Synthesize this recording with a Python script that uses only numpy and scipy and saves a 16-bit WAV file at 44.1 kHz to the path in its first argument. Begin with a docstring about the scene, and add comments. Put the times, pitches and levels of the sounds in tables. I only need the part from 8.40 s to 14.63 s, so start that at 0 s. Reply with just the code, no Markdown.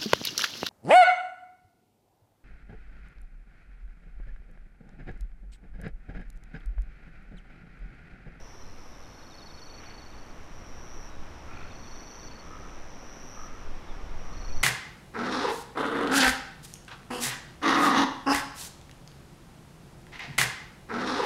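"""Rice fields on a breezy evening. From the start, wing-stroke trills of several ground crickets lie over
noise-made hush of far water, traffic and blurred insect chorus, whispering grass and low wind noise.
From 0.2 s a field cricket chirps in runs of falling tones; a deeper one answers from 0.5 s. Short piping
notes come at 2.7 s and after 5.5 s. From 3 s a far crow croaks four times, in pulses of rough voice with
two throat resonances. The wind noise on the microphone flutters and is strongest near the end."""
import sys
import numpy as np
from scipy import signal
from scipy.io import wavfile
from scipy.ndimage import uniform_filter1d

SR = 44100
rng = np.random.default_rng(int(sys.argv[2]) if len(sys.argv) > 2 else 0)


def store_pcm(level_fs):
    """Save levels as 16-bit WAV."""
    pcm = np.round(np.clip(level_fs, -1, 1) * 32767).astype(np.int16)
    wavfile.write(sys.argv[1], SR, np.atleast_2d(pcm).T)


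def invert_db(x):
    """Field ratio 10**(x/20) for x, a level in decibels (scalar or array-like)."""
    u = np.asarray(x, float) / 20
    return 10 ** u


N = 274743

# Noise spectra, relative: (frequency [Hz], density [dB])
HUSH_SPECTRUM = [(71, -20), (120, -3), (188, -2.5), (255, -0.77), (367, -4), (1170, -7), (2030, -14.5),
                 (3300, -21), (4760, -27), (5720, -21), (7000, -34), (10000, -43.5)]
RUMBLE_SPECTRUM = [(20, -23), (40, 1), (70, -1.5), (110, -6), (170, -18.5), (260, -34)]
WIND_SPECTRUM = [(2, -18), (6, 3.5), (14, 5.5), (30, -11.5), (60, -24), (120, -40)]
GRASS_SPECTRUM = [(300, -11.5), (1000, -9.5), (2200, -2.5), (3500, -14.0), (7000, -30.0)]
HISS_SPECTRUM = [(2000, -6.5), (5000, 2), (8000, -5), (11200, -5.5), (15500, -9.5)]
HISS_DB = -70.5

# Far hush: (time [s], level [dB])
HUSH_LEVEL = [(0.0, -51.5), (0.42, -52), (3.05, -48.5), (4.91, -48.5), (6.23, -47)]
# Far traffic, before it follows the wind level: (time [s], level [dB])
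RUMBLE_LEVEL = [(0.0, -53.5), (1.07, -54), (3.45, -48), (3.49, -53), (4.42, -51.5), (4.75, -57),
                (6.23, -44)]
RUMBLE_FOLLOW_DB_PER_DB = 0.13  # of wind level
# Rough level of the low wind noise, partly chance flutter, strongest near the end: (time [s], level [dB])
WIND_LEVEL = [(0.0, -47), (0.05, -40.5), (0.97, -47.5), (2.88, -37), (2.98, -52), (3.09, -41.5),
              (4.51, -40), (4.77, -46), (5.36, -32.5), (5.45, -50), (5.5, -31.5), (5.69, -23), (5.83, -38),
              (5.86, -31.5), (6.2, -25), (6.23, -38)]
# Grass stirs: (middle [s], half length [s], peak [dB])
GRASS_STIRS = [(1.472, 0.11, -57), (3.22, .08, -60)]
GRASS_RE_HUSH_DB = -13  # steady whisper

# Croaks, before shape and gape: (start [s], level at strongest [dB], pulse rate [1/s], throat [Hz],
# upper resonance [Hz])
CROAKS = [(3.063, -50.5, 50.5, 1340, 2350), (4.02, -49.5, 49, 1235, 1730), (4.94, -49.5, 45, 1215, 1740),
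          (5.81, -53.5, 45, 1185, 1850)]
# Strong and weak half of a croak: (share of length [1], level [dB],
# upper resonance re throat before gape [dB], pitch factor [1])
CROAK_SHAPE = [(0, -11, -10, .96), (.14, -2, -11, .995), (.43, 0, -9, 1.0), (.53, -8.5, -5, 1.03),
               (.72, -7, -6, 1.04), (1, -13, -6, 1.02)]
CROAK_S = .31
GAPE_RATIO, GAPE_DB_PER_UNIT = 1.55, 16  # upper/throat ratio of no gain; gain per unit of ratio
# Far birds' piping notes: (start [s], peak [dB], pitch [Hz], length [s])
PIPES = [(2.695, -65, 3850, 0.07), (5.575, -49, 770, 0.045), (5.585, -52, 1205, 0.035),
         (6.095, -57.5, 2470, 0.035)]

# Steady trills, one row a stretch: main trill, low trill early and later, a faint one, a faint high
# overtone: (wing strokes [1/s], pitch at first effort [Hz], effort as (time [s], level [dB]))
STEADY_TRILLS = [ (94.6, 5800, [(0, -63.5), (1.7, -63.5), (2.1, -66), (2.3, -72), (2.32, -99), (2.69, -99),
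                 (2.7, -67), (3.9, -61), (5.245, -61.5)]), (91.5, 5380, [(0, -64), (1.26, -64)]),
                 (88, 5350, [(2.75, -71), (3.2, -69), (6.23, -68.5)]), (100, 5680, [(5.25, -71), (5.6, -69),
                 (5.85, -71)]), (98, 11200, [(0, -88), (.5, -81.5), (1.1, -83), (2.3, -91)]), ]
STEADY_HZ_PER_DB = 22
# Near triller, one row a phrase: (start [s], end [s], first level [dB], full level [dB],
# pitch at full level [Hz])
NEAR_PHRASES = [(0, 0.232, -64, -62.5, 5760), (1.201, 1.51, -63.5, -60.5, 5760),
                (2.13, 2.699, -63.5, -55.5, 5750), (3.33, 3.883, -61, -53.5, 5840),
                (4.5, 5.073, -63, -53, 5800), (5.78, 6.332, -63.5, -52.5, 5820)]
# Slowing of the near triller: (time before phrase end [s], wing strokes [1/s])
NEAR_SLOWING = [(0, 113), (.1, 117.3), (.3, 125.2), (.6, 132.5)]
SWELL_SHARE, NEAR_HZ_PER_DB = .7, 8  # share of phrase to full level; pitch follows effort

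# Deeper cricket, one row a chirp: (start [s], peak [dB], pitch [Hz])
DEEP_CHIRPS = [(.515, -65, 3740), (.62, -66, 3724), (.708, -64, 3724), (.805, -62, 3750), (.896, -57, 3730),
               (.982, -56.5, 3760), (1.07, -57.5, 3750), (1.16, -60, 3770), (1.26, -64, 3770),
               (1.585, -64, 3780), (1.7, -64, 3736), (3.125, -67, 3500), (3.208, -64, 3500),
               (3.292, -59, 3550), (3.428, -62, 3530), (3.54, -65, 3500), (3.66, -64, 3520),
               (3.8, -64, 3550), (3.87, -65, 3450), (5.475, -58.5, 3570)]
# Field cricket, one row a run: (first chirp [s], last chirp [s])
CHIRP_RUNS = [(.2164, .4164), (.6335, 1.3784), (1.4601, 1.9061), (3.1607, 3.993), (5.9334, 6.2028)]
# Field cricket effort, before random unevenness: (time [s], peak [dB], pitch [Hz])
CHIRP_EFFORT = [(.2, -61.5, 4100), (.42, -65, 4210), (.63, -62, 4320), (.85, -58, 4360), (1.0, -52.5, 4390),
                (1.33, -50, 4430), (1.65, -51.5, 4445), (1.91, -63, 4460), (3.16, -61, 4370),
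                (3.24, -58, 4335), (3.5, -55, 4410), (3.75, -55.5, 4460), (3.85, -52.5, 4460),
                (4.0, -52, 4430), (5.93, -57.5, 4330), (6.02, -51.5, 4340), (6.13, -52.5, 4400),
                (6.21, -53, 4410)]
CHIRP_GAP_S = .0397  # nominal; sets the number of chirps
CHIRP_LAG, CHIRP_UNEVEN_DB = .027, 1.2  # gaps lengthen by the lag; random level spread


def evened(x):
    """Scales to rms 1."""
    return x / np.sqrt(np.mean(x ** 2) + 1e-20)


def add(mix, start_s, sound):
    """Lays a sound into the mix."""
    part = mix[max(round(start_s * SR), 0):][:len(sound)]
    part += sound[:len(part)]


def unrolled(rows):
    """Joins table rows into one curve per column."""
    s, *columns = np.transpose(rows)
    t = np.arange(max(s[0], 0), s[-1], 1 / SR)
    return [np.interp(t, s, c) for c in columns]


def gain(rows):
    """Gain over the whole scene from (time [s], level [dB]) rows."""
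    s, db = np.transpose(rows)
    return invert_db(np.interp(np.arange(N) / SR, s, db))


def noise(spectrum, size, patchy_db, flicker_db):
    """Random short-time spectra with drifting patches and a flicker shared by all bands, rms 1."""
    frames, hz = 4 * N // size + 5, np.fft.rfftfreq(size, 1 / SR)
    real, imag, patches = rng.standard_normal((frames, len(hz), 3)).T
    patches = uniform_filter1d(patches, size=14, axis=0)  # across frequency
    patches = evened(uniform_filter1d(patches, size=10, axis=1))  # across time
    flicker = evened(uniform_filter1d(rng.standard_normal(frames), size=3))
    f, db = np.transpose(spectrum)
    shape_db = np.interp(np.log(hz + 1), np.log(f + 1), db, right=-120)
    level_db = shape_db[:, None] + patchy_db * patches + flicker_db * flicker
    z = (real + 1j * imag) * invert_db(level_db)
    return evened(signal.istft(z, nperseg=size, noverlap=3 * size // 4)[1][:N])


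def resonate(x, hz, width_hz):
    """Gliding resonance: shifts the curve hz down to zero, smooths twice, shifts back."""
    turn = np.exp(2j * np.pi * np.cumsum(hz * np.ones(len(x))) / SR)
    r = np.exp(-np.pi * width_hz / SR)
    smooth = signal.lfilter([(1 - r) ** 2], [1, -2 * r, r * r], x / turn)
    return 2 * (turn * smooth).real


def field_echo(x, t60_s):
    """Scattered echoes from grass and ground: sparse random taps, decaying 60 dB in t60_s."""
    t = np.arange(SR // 2) / SR
    hits = rng.random(len(t)) < 2000 / SR
    taps = rng.choice([-1., 1.], len(t)) * hits * invert_db(-60 * t / t60_s)
    return signal.fftconvolve(x, taps / np.linalg.norm(taps))[:N]


def microphone_hiss():
    """Steady noise of the microphone."""
    return invert_db(HISS_DB) * noise(HISS_SPECTRUM, size=256, patchy_db=0.6, flicker_db=0.45)


def far_hush():
    """Distant water, traffic and a blurred far insect chorus as slowly swelling noise."""
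    return gain(HUSH_LEVEL) * noise(HUSH_SPECTRUM, size=1024, patchy_db=0.2, flicker_db=0.06)


def traffic_rumble():
    """Low noise of far traffic, rising slightly with the wind level."""
    follow = evened(gain(WIND_LEVEL) ** RUMBLE_FOLLOW_DB_PER_DB)
    rumble = noise(RUMBLE_SPECTRUM, size=4096, patchy_db=0.3, flicker_db=0.66)
    return gain(RUMBLE_LEVEL) * follow * rumble


def wind_buffet():
    """Wind on the microphone: fluttering noise, mostly below 30 Hz."""
    return gain(WIND_LEVEL) * noise(WIND_SPECTRUM, size=8192, patchy_db=0.6, flicker_db=0.36)


def grass_rustle():
    """Flickering noise: a whisper that follows the hush level, plus brief stirs."""
    t = np.arange(N) / SR
    level = invert_db(GRASS_RE_HUSH_DB) * gain(HUSH_LEVEL)
    for middle_s, half_s, db in GRASS_STIRS:
        level = level + invert_db(db) * np.exp(-((t - middle_s) / half_s) ** 2)
    return level * noise(GRASS_SPECTRUM, size=256, patchy_db=1.0, flicker_db=2.2)


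def croak(db, rate, throat_hz, upper_hz, rise, breath):
    """Slow pulses of rough voice; both resonances slide up within each pulse; a wide beak lifts the upper."""
    level_db, upper_db, bend = unrolled([(share * CROAK_S, *rest) for share, *rest in CROAK_SHAPE])
    u = np.arange(len(bend)) * rate / SR % 1
    slide = 1 + rise * (u - .4)
    pulse = .12 + np.sin(np.pi * u) ** 2
    air = rng.standard_normal(len(u))
    gape_db = GAPE_DB_PER_UNIT * (upper_hz / throat_hz - GAPE_RATIO)
    voice = 0
    for hz, part_db, width_hz in ((throat_hz, 0, 200), (upper_hz, upper_db + gape_db, 350)):
        f = hz * bend * slide
        ring = np.sin(2 * np.pi * np.cumsum(f) / SR)
        rough = ring + breath * evened(resonate(air, f, width_hz))
        voice = voice + invert_db(part_db) * evened(pulse * rough)
    return invert_db(db + level_db) * voice


def falling_tone(db, hz, length_s, fall_hz, edge, octave_db):
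    """A clean tone with its octave, falling ever faster; in crickets, one slow wing stroke."""
    u = np.linspace(0, 1, round(length_s * SR))
    turn = 2 * np.pi * np.cumsum(hz + fall_hz * (.33 - u ** 1.72)) / SR + 2 * np.pi * rng.random()
    tone = np.sin(turn) + invert_db(octave_db) * np.sin(2 * turn)
    return invert_db(db) * signal.windows.tukey(len(u), min(edge, 1)) * tone


def far_birds():
    """Crow croaks and short piping notes."""
    birds = np.zeros(N)
    for start_s, *voice in CROAKS:
        add(birds, start_s, croak(*voice, rise=.2, breath=.6))
    for s, db, hz, length_s in PIPES:
        add(birds, s, falling_tone(db, hz, length_s, fall_hz=30, edge=0.305, octave_db=-29.0))
    return birds


def trill(level_db, rate, hz, closing, fall_hz, uneven_db, octave_db):
    """Each closing wing stroke scrapes a short tone that falls in pitch; opening wings are silent."""
    strokes = np.cumsum(rate) / SR
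    chance = rng.standard_normal((int(strokes[-1]) + 1, 3))[strokes.astype(int)]
    pitch_chance, level_chance, time_chance = chance.T
    u = np.clip((strokes % 1 - .1 - .02 * time_chance) / closing, 0, 1)  # share of closing stroke done
    turn = 2 * np.pi * np.cumsum(hz + fall_hz * (.5 - u) + 60 * pitch_chance) / SR
    tone = np.sin(turn) + invert_db(octave_db) * np.sin(2 * turn)
    scrape = invert_db(uneven_db * level_chance) * np.sin(np.pi * u) ** 0.99 * tone
    return invert_db(level_db) * evened(scrape)


def steady_trill(rate, hz, effort):
    """An even trill whose pitch follows effort."""
    level_db, = unrolled(effort)
    hz = hz + STEADY_HZ_PER_DB * np.maximum(level_db - effort[0][1], -5)
    return trill(level_db, np.full(len(hz), rate), hz, closing=.45, fall_hz=780, uneven_db=.7, octave_db=-31)


def near_trill(start_s, end_s, first_db, full_db, hz):
    """A phrase swells to a plateau and stops short; the wings tire and slow toward its end."""
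    t = np.arange(start_s, end_s, 1 / SR)
    level_db = np.interp((t - start_s) / (end_s - start_s), [0, SWELL_SHARE], [first_db, full_db])
    rate = np.interp(end_s - t, *np.transpose(NEAR_SLOWING))
    hz = hz + NEAR_HZ_PER_DB * (level_db - full_db)
    return trill(level_db, rate, hz, closing=.72, fall_hz=680, uneven_db=.8, octave_db=-24)


def deep_chirp(db, hz):
    """One wing stroke of the deeper cricket."""
    return falling_tone(db, hz, length_s=.05, fall_hz=640, edge=0.7, octave_db=-27.5)


def field_chirp(db, hz):
    """One wing stroke of the field cricket; stronger strokes last longer and fall further."""
    length_s = 0.026 + 0.00059 * (db + 53)
    return falling_tone(db, hz, length_s, fall_hz=218.5 + 12 * (db + 48), edge=0.62, octave_db=-32)


def chirp_run(first_s, last_s):
    """Lists one run as (start [s], sound): nearly even spacing, slowing a little."""
    u = np.linspace(0, 1, round((last_s - first_s) / CHIRP_GAP_S) + 1)
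    times = first_s + (last_s - first_s) * (u - CHIRP_LAG * u * (1 - u))
    at, effort_db, pitch_hz = np.transpose(CHIRP_EFFORT)
    levels = np.interp(times, at, effort_db) + CHIRP_UNEVEN_DB * rng.standard_normal(len(u))
    pitches = np.interp(times, at, pitch_hz)
    return [(s - .006, field_chirp(db, hz)) for s, db, hz in zip(times, levels, pitches)]


def crickets():
    """All trills and both chirping crickets."""
    insects = np.zeros(N)
    for rate, hz, effort in STEADY_TRILLS:
        add(insects, effort[0][0], steady_trill(rate, hz, effort))
    for phrase in NEAR_PHRASES:
        add(insects, phrase[0], near_trill(*phrase))
    for s, db, hz in DEEP_CHIRPS:
        add(insects, s, deep_chirp(db, hz))
    for run in CHIRP_RUNS:
        for s, sound in chirp_run(*run):
            add(insects, s, sound)
    return insects


def scene():
    """Hush, rumble, wind and grass behind the animals and their echoes."""
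    background = far_hush() + traffic_rumble() + wind_buffet() + grass_rustle()
    birds, insects = far_birds(), crickets()
    echoes = invert_db(-8) * field_echo(birds, t60_s=.35) + invert_db(-12) * field_echo(insects, t60_s=.07)
    return (background + birds + insects + echoes)[None]


def roll_off(x):
    """The treble ends steeply here."""
    return signal.sosfilt(signal.butter(12, 15630, fs=SR, output="sos"), x)


def record(dry):
    """The microphone adds its steady hiss."""
    mix = dry + microphone_hiss()
    return roll_off(mix)


dry = scene()
out = record(dry)
store_pcm(out)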